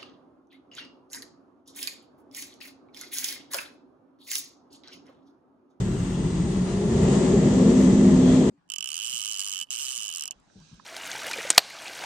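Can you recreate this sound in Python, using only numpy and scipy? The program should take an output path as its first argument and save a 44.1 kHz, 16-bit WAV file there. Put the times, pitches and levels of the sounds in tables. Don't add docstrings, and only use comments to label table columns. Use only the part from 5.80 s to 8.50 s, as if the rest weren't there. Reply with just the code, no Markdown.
import sys
import numpy as np
from scipy import signal
from scipy.fft import rfft, irfft
from scipy.io import wavfile

SR = 44100
rng = np.random.default_rng(int(sys.argv[2]) if len(sys.argv) > 2 else 0)


def voltage_ratio(decibels):
    exponent = np.asarray(decibels, float) / 20
    return 10 ** exponent


def materialize(psi):
    bounded = np.clip(np.atleast_2d(psi).T, -1, 1)
    quanta = np.round(bounded * 32767).astype(np.int16)
    wavfile.write(sys.argv[1], SR, quanta)


N = 119070
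TIME = np.arange(N) / SR
HZ = np.maximum(np.fft.rfftfreq(N, 1 / SR), 1)
PORT_SIGNS = np.array([[1], [-1]])
TICK_S, TICK_LENGTH_S = 2.019, 0.0045

# time_s, pitch_hz, level_db
SPEED = [(0, 183, -32), (.5, 181, -31.5), (.72, 182, -27.5), (.85, 184, -29), (1.0, 197, -27.5),
         (1.15, 235, -27), (1.3, 264, -28), (1.5, 254.5, -28), (1.8, 254.8, -23.5), (2.32, 255.2, -21.5),
         (2.52, 254.6, -19.5), (2.62, 254.6, -21), (2.7, 254.6, -24)]
# time_s, level_db
FLOW = [(0.0, -42), (0.03, -45.5), (0.19, -44.5), (1.06, -42), (1.33, -36), (1.5, -38), (2.02, -37.5),
        (2.37, -38.5), (2.53, -37), (2.7, -38.5)]


def rms_one(x):
    return x / np.sqrt(np.mean(x ** 2) + 1e-20)


def in_time(rows):
    s, *columns = np.transpose(rows)
    return [np.interp(TIME, s, column) for column in columns]


def over_hz(points):
    hz, values = np.transpose(points)
    return np.interp(np.log(HZ), np.log(hz), values)


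def humps(rows):
    return sum(db / (1 + (2 * (HZ - hz) / width) ** 2) for hz, width, db in rows)


def bell(centre_s, length_s):
    return np.exp(-0.5 * ((TIME - centre_s) / length_s) ** 2)


def slow(rate_hz):
    return rms_one(irfft(rfft(rng.standard_normal(N)) / (1 + (HZ / rate_hz) ** 4), N))


def stereo_noise(colour_db):
    # frequency_hz, likeness (0 to 1)
    likeness = [(60, 0.98), (140, 0.94), (320, 0.94), (730, 0.35), (1670, 0.092), (3840, 0.051),
                (8820, 0.01)]
    # frequency_hz, lead_rad
    lead = [(30, 0), (400, .05), (780, .22), (1550, -1.8), (2070, .9), (3100, .3), (4050, -3), (6120, 1.5)]
    # frequency_hz, difference_db
    lean = [(60, -0.5), (120, 0), (250, 4.5), (510, 2), (1040, 8.5), (2120, 2), (4320, 2.5), (8820, -10)]
    alike = np.sqrt(np.clip(over_hz(likeness), 0, 1))
    mid, side = rfft(rng.standard_normal((2, N)))
    pair = np.sqrt(1 + alike) * mid + np.sqrt(1 - alike) * side * PORT_SIGNS
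    pair = pair * np.exp(0.5j * over_hz(lead) * PORT_SIGNS)
    return rms_one(irfft(pair * voltage_ratio(colour_db + over_hz(lean) / 2 * PORT_SIGNS), N))


def band(hz, width_hz, evenness=0):
    phase = 2 * np.pi * np.cumsum(hz + 0 * TIME) / SR
    sway = slow(width_hz) - 1j * slow(width_hz)
    wave = np.real(sway * np.exp(1j * phase))
    return rms_one(wave / (np.abs(sway) + 0.01) ** np.clip(evenness, 0, 1))


def exhaust_band(hz, width_hz):
    return band(hz, width_hz, 0.56)


def lull():
    # centre_s, length_s, depth_db
    dips = [
        (2.62, 0.033, -12),
        (1.03, 0.022, -10),
        (1.43, 0.021, -13),
        (1.8, 0.015, -8.5),
        (.38, 0.026, -5),
        (3.1, .02, -6),
        (.89, 0.015, -3),
    ]
    return voltage_ratio(sum(db * bell(s, length) for s, length, db in dips))


def orders():
    hz, level_db = in_time(SPEED)
    phase = 2 * np.pi * np.cumsum(hz) / SR
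    fourth = voltage_ratio(level_db + 1.6 * slow(5)) * np.sin(phase + 0.15 * slow(4))
    first = lull() * voltage_ratio(-39 + 1.2 * slow(1.8)) * np.sin(phase / 4)
    return np.sqrt(2) * (fourth + first)


def roar():
    # time_s, roar_db, brightness_db
    load = [
        (0.0, -23.5, -11),
        (0.1, -23.5, -11.5),
        (0.35, -26.5, -15),
        (0.39, -21, -18),
        (0.9, -24, -8),
        (1.25, -19, 0.5),
        (2.09, -15, -7),
        (2.59, -18, -1.5),
        (2.7, -18, -3),
    ]
    # frequency_hz, density_db
    spectrum = [(53, -36.5), (90, -7), (242, -2.5), (296, -7), (364, -3.5), (463, -9.5), (618, -15.5),
                (680, -20.5), (1600, -48), (2080, -77.5), (3520, -120)]
    # centre_hz, width_hz, boost_db
    body = [(167, 38, 7), (365, 104, 4), (300, 22, -1), (102, 44, -6.5), (70.4, 31, 2), (130, 30, 6.5)]
    level_db, bright_db = in_time(load)
    full = rfft(stereo_noise(over_hz(spectrum) + humps(body)))
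    upper = 1 / (1 + (384 / HZ) ** 6)
    low = irfft(full * (1 - upper), N)
    high = irfft(full * upper, N)
    return voltage_ratio(level_db - 4 + 0.17 * slow(2.5)) * (low + high * voltage_ratio(bright_db + 4.5))


def boom():
    # time_s, pitch_hz, level_db
    note = [(0, 119.8, -32.5), (.5, 130, -36.5), (.95, 135, -39.5), (1.1, 193.5, -38), (1.3, 196.4, -23.5),
            (1.5, 194.8, -27.5), (1.7, 209.2, -24), (1.8, 190, -25), (1.92, 208.1, -23.5),
            (2.1, 200.1, -20), (2.28, 197, -19.5), (2.42, 185.9, -26), (2.7, 195, -26)]
    hz, level_db = in_time(note)
    return voltage_ratio(level_db + 2) * exhaust_band(hz, 21.3)


def rumble():
    # frequency_hz, density_db
    spectrum = [(12, -75.5), (20, -33.5), (50, 1.5), (91, -1), (130, 1.5), (170, -49), (290, -120)]
    return lull() * voltage_ratio(-34 + 0.58 * slow(1.4)) * stereo_noise(over_hz(spectrum))


def fan_hiss():
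    # frequency_hz, density_db
    spectrum = [(530, -3.5), (900, -2), (1490, -9), (1850, -9.5), (2320, -13), (3170, -12), (4960, -16),
                (7780, -17.5), (9270, -24), (12100, -42), (20400, -120)]
    # centre_hz, width_hz, boost_db
    left_port = [(7070, 2000, 12.5), (3270, 1100, 1), (1525, 100, -6.5), (4630, 220, 2), (9450, 360, 4),
                 (6240, 460, 2)]
    right_port = [(7750, 350, 9), (2005, 134, 6.2), (6500, 160, 2), (1850, 260, 2), (7230, 400, 4.5)]
    flow_db, = in_time(FLOW)
    ports_db = np.array([humps(left_port), humps(right_port)])
    air = voltage_ratio(flow_db + 3.5 + 0.5 * slow(8.2)) * stereo_noise(over_hz(spectrum) + ports_db)
    peak_hz, peak_width_hz, peak_idle_db = 7540, 820, -5
    peak = irfft(rfft(air) / (1 + (2 * (HZ - peak_hz) / peak_width_hz) ** 4), N)
    peak_db = np.interp(in_time(SPEED)[0], [200, 250], [peak_idle_db, 0])
    return air + peak * (voltage_ratio(peak_db) - 1)


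def grip():
    # time_s, pitch_hz, level_db
    cavity = [(0, 7800, -53), (.3, 8250, -53.5), (.62, 8150, -53), (.8, 8900, -58), (1.15, 9200, -58),
              (1.3, 9200, -75), (2.7, 9200, -80)]
    hz, level_db = in_time(cavity)
    return voltage_ratio(level_db + [[-8], [0]]) * band(hz, 300)


def swells():
    # centre_s, length_s, pitch_hz, level_db, side (-1 left, 1 right)
    eddies = [(2.53, .09, 3300, -42, -1), (1.38, .08, 7950, -44.5, 1), (1.62, .08, 1900, -44.5, 1),
              (2.05, .15, 6100, -46, -1), (1.3, .05, 2800, -47, 1), (2.55, .08, 4200, -50, 1),
              (1.35, .1, 800, -44, -1), (1.36, .08, 6700, -47, -1), (.36, .03, 3350, -50, -1),
              (2.5, .1, 6200, -48, -1), (1.6, .12, 6500, -48, -1), (1.8, .15, 5800, -51, -1),
              (1.6, .12, 7200, -49, 1), (.15, .15, 1500, -52, -1), (.2, .15, 1300, -53, 1),
              (.3, .2, 2800, -54, -1), (.4, .15, 2800, -56, 1), (1.65, .07, 2700, -52, 1),
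              (2.55, .1, 3600, -52, 1), (1.15, .07, 1800, -51, 1), (2.69, .03, 3100, -46, -1),
              (2.3, .15, 1900, -50, 1)]
    out = np.zeros((2, N))
    for s, length, hz, db, side in eddies:
        out[int(side > 0)] += voltage_ratio(db) * bell(s, length) * band(hz, 210)
    return out


def self_noise():
    # level_db, centre_hz, width_hz
    noise_db = [
        [-58.5],
        [-60.5],
    ]
    centre_hz = [
        [11000],
        [10800],
    ]
    spread_hz = [
        [1500],
        [2200],
    ]
    main = 1 / (1 + ((HZ - centre_hz) / spread_hz) ** 4)
    airy_top = 0.73 / (1 + ((HZ - 13600) / 700) ** 4)
    air = rms_one(irfft(rfft(rng.standard_normal((2, N))) * (main + airy_top), N))
    change_db = -1.6 * (TIME > 0.9) + 1.5 * (TIME > 1.7)
    return voltage_ratio(noise_db + change_db) * air


def throbs():
    # start_s, peak_db, pitch_hz
    firings = [(0.08, -13, 116), (0.16, -20, 143), (0.307, -19, 161), (0.389, -16, 175), (0.409, -14, 180),
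               (0.448, -12, 170), (0.574, -19, 170), (0.631, -13.5, 187), (0.664, -16, 191),
               (0.699, -16, 181), (0.734, -12, 199), (0.806, -14.5, 184), (0.935, -16, 184),
               (0.974, -14, 190), (1.015, -17, 196), (1.068, -15, 202), (1.164, -8, 164),
               (1.214, -11.5, 213), (1.254, -7, 180), (1.534, -7.5, 397), (1.568, -13, 192),
               (1.672, -7, 211), (1.814, -7, 183), (1.859, -7.5, 213), (1.887, -5, 211), (1.954, -8, 201),
               (2.037, -6.5, 253), (2.109, -5, 207), (2.195, -8, 167), (2.224, -9, 202.1), (2.274, -6, 210),
               (2.387, -3.5, 250.1), (2.489, -8, 242), (2.521, -3, 247), (2.564, -8, 266.8),
               (2.589, -7.5, 188)]
    rise_s, fall_s = 0.0044, 0.011
    out = np.zeros(N)
    for s, db, hz in firings:
        span = slice(int(s * SR), int(s * SR) + 4000)
        age = np.maximum(TIME[span] - s, 0)
        envelope = (1 - np.exp(-age / rise_s)) * np.exp(-age / fall_s)
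        out[span] += voltage_ratio(db - 2) * envelope * np.sin(2 * np.pi * hz * age)
    return out


def clinks():
    # start_s, level_db, brightness_db_per_octave
    knocks = [
        (.115, -54, -10),
        (.505, -55, 8),
        (.875, -49.5, -12),
    ]
    # pitch_hz, level_db, t60_s
    modes = [(4012, 0, .35), (4950, -4, .4), (5920, -1.5, .3), (2762, -11, .6), (7003, -6, .3)]
    out = np.zeros(N)
    for s, db, tilt_db in knocks:
        age = np.maximum(TIME - s, 0)
        for hz, mode_db, t60 in modes:
            bright_db = tilt_db * np.log2(hz / modes[0][0])
            out += voltage_ratio(db + mode_db + bright_db - 60 * age / t60) * np.sin(2 * np.pi * hz * age)
    return out * voltage_ratio(1.5 * PORT_SIGNS)


def surges():
    # centre_s, length_s, pitch_hz, level_db
    modes = [(0.562, 0.044, 310, -33), (1.3, 0.089, 140, -25), (1.057, 0.092, 410, -34.5),
             (1.572, 0.039, 410, -28), (1.88, 0.059, 460, -28.5), (2.2, 0.08, 310, -27.5),
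             (2.09, 0.083, 550, -36.5), (0.67, 0.092, 85, -40), (0.256, 0.053, 280, -36.5),
             (2.45, 0.064, 670, -40), (0.78, 0.068, 180, -28), (1.775, 0.12, 520, -36),
             (2.6, 0.22, 290, -30), (.95, 0.082, 690, -49), (1.215, 0.055, 75, -30),
             (0.36, 0.065, 540, -50.5)]
    return sum(voltage_ratio(db) * bell(s, length) * exhaust_band(hz, 14) for s, length, hz, db in modes)


def gear_whine():
    from_s, to_s, rise_s = 1.43, 2.5, 0.15
    rise = np.clip(np.minimum(TIME - from_s, to_s - TIME + rise_s) / rise_s, 0, 1)
    tone = np.sin(2 * np.pi * 623 * TIME + 1.1 * slow(4))
    return np.sqrt(2) * rise * voltage_ratio(-41.5 + 4 * slow(9)) * tone * voltage_ratio(1.5 * PORT_SIGNS)


def handling_tick():
    treble = rfft(rng.standard_normal((2, N))) / (1 + (9500 / HZ) ** 8)
    return voltage_ratio(-59) * rms_one(irfft(treble, N)) * bell(TICK_S, TICK_LENGTH_S)


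def scene():
    exhaust = roar() + boom() + throbs() + surges()
    engine = orders() + exhaust + rumble() + gear_whine() + clinks()
    air = fan_hiss() + grip() + swells()
    return engine + air + self_noise() + handling_tick()


def sparse_treble(x):
    padded = np.pad(x, [(0, 0), (0, 2048)], "reflect")
    frame = dict(window="cosine", nperseg=2048, noverlap=1024)
    hz, s, parts = signal.stft(padded, SR, boundary="even", padded=False, **frame)
    flow_db, = in_time(FLOW)
    follow_db = 0.4 * (flow_db - flow_db.mean()) + 0.8 * slow(8)
    limit_db = -77.5 + np.interp(s, TIME, follow_db)
    weak = (np.abs(parts) < voltage_ratio(limit_db)) & (hz[:, None] > 9000)
    weak = weak & (np.abs(s - TICK_S) > 2 * TICK_LENGTH_S)
    return signal.istft(parts * ~weak, SR, **frame)[1][:, :N]


def band_limit(x):
    return signal.sosfilt(signal.butter(12, 14300, fs=SR, output="sos"), x)


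def record(dry):
    overload = 1.1
    thinned = sparse_treble(overload * np.tanh(dry / overload))
    fade = np.clip(np.minimum(TIME, TIME[::-1]) / 0.003, 0, 1)
    return band_limit(thinned * fade)


dry = scene()
out = record(dry)
materialize(out)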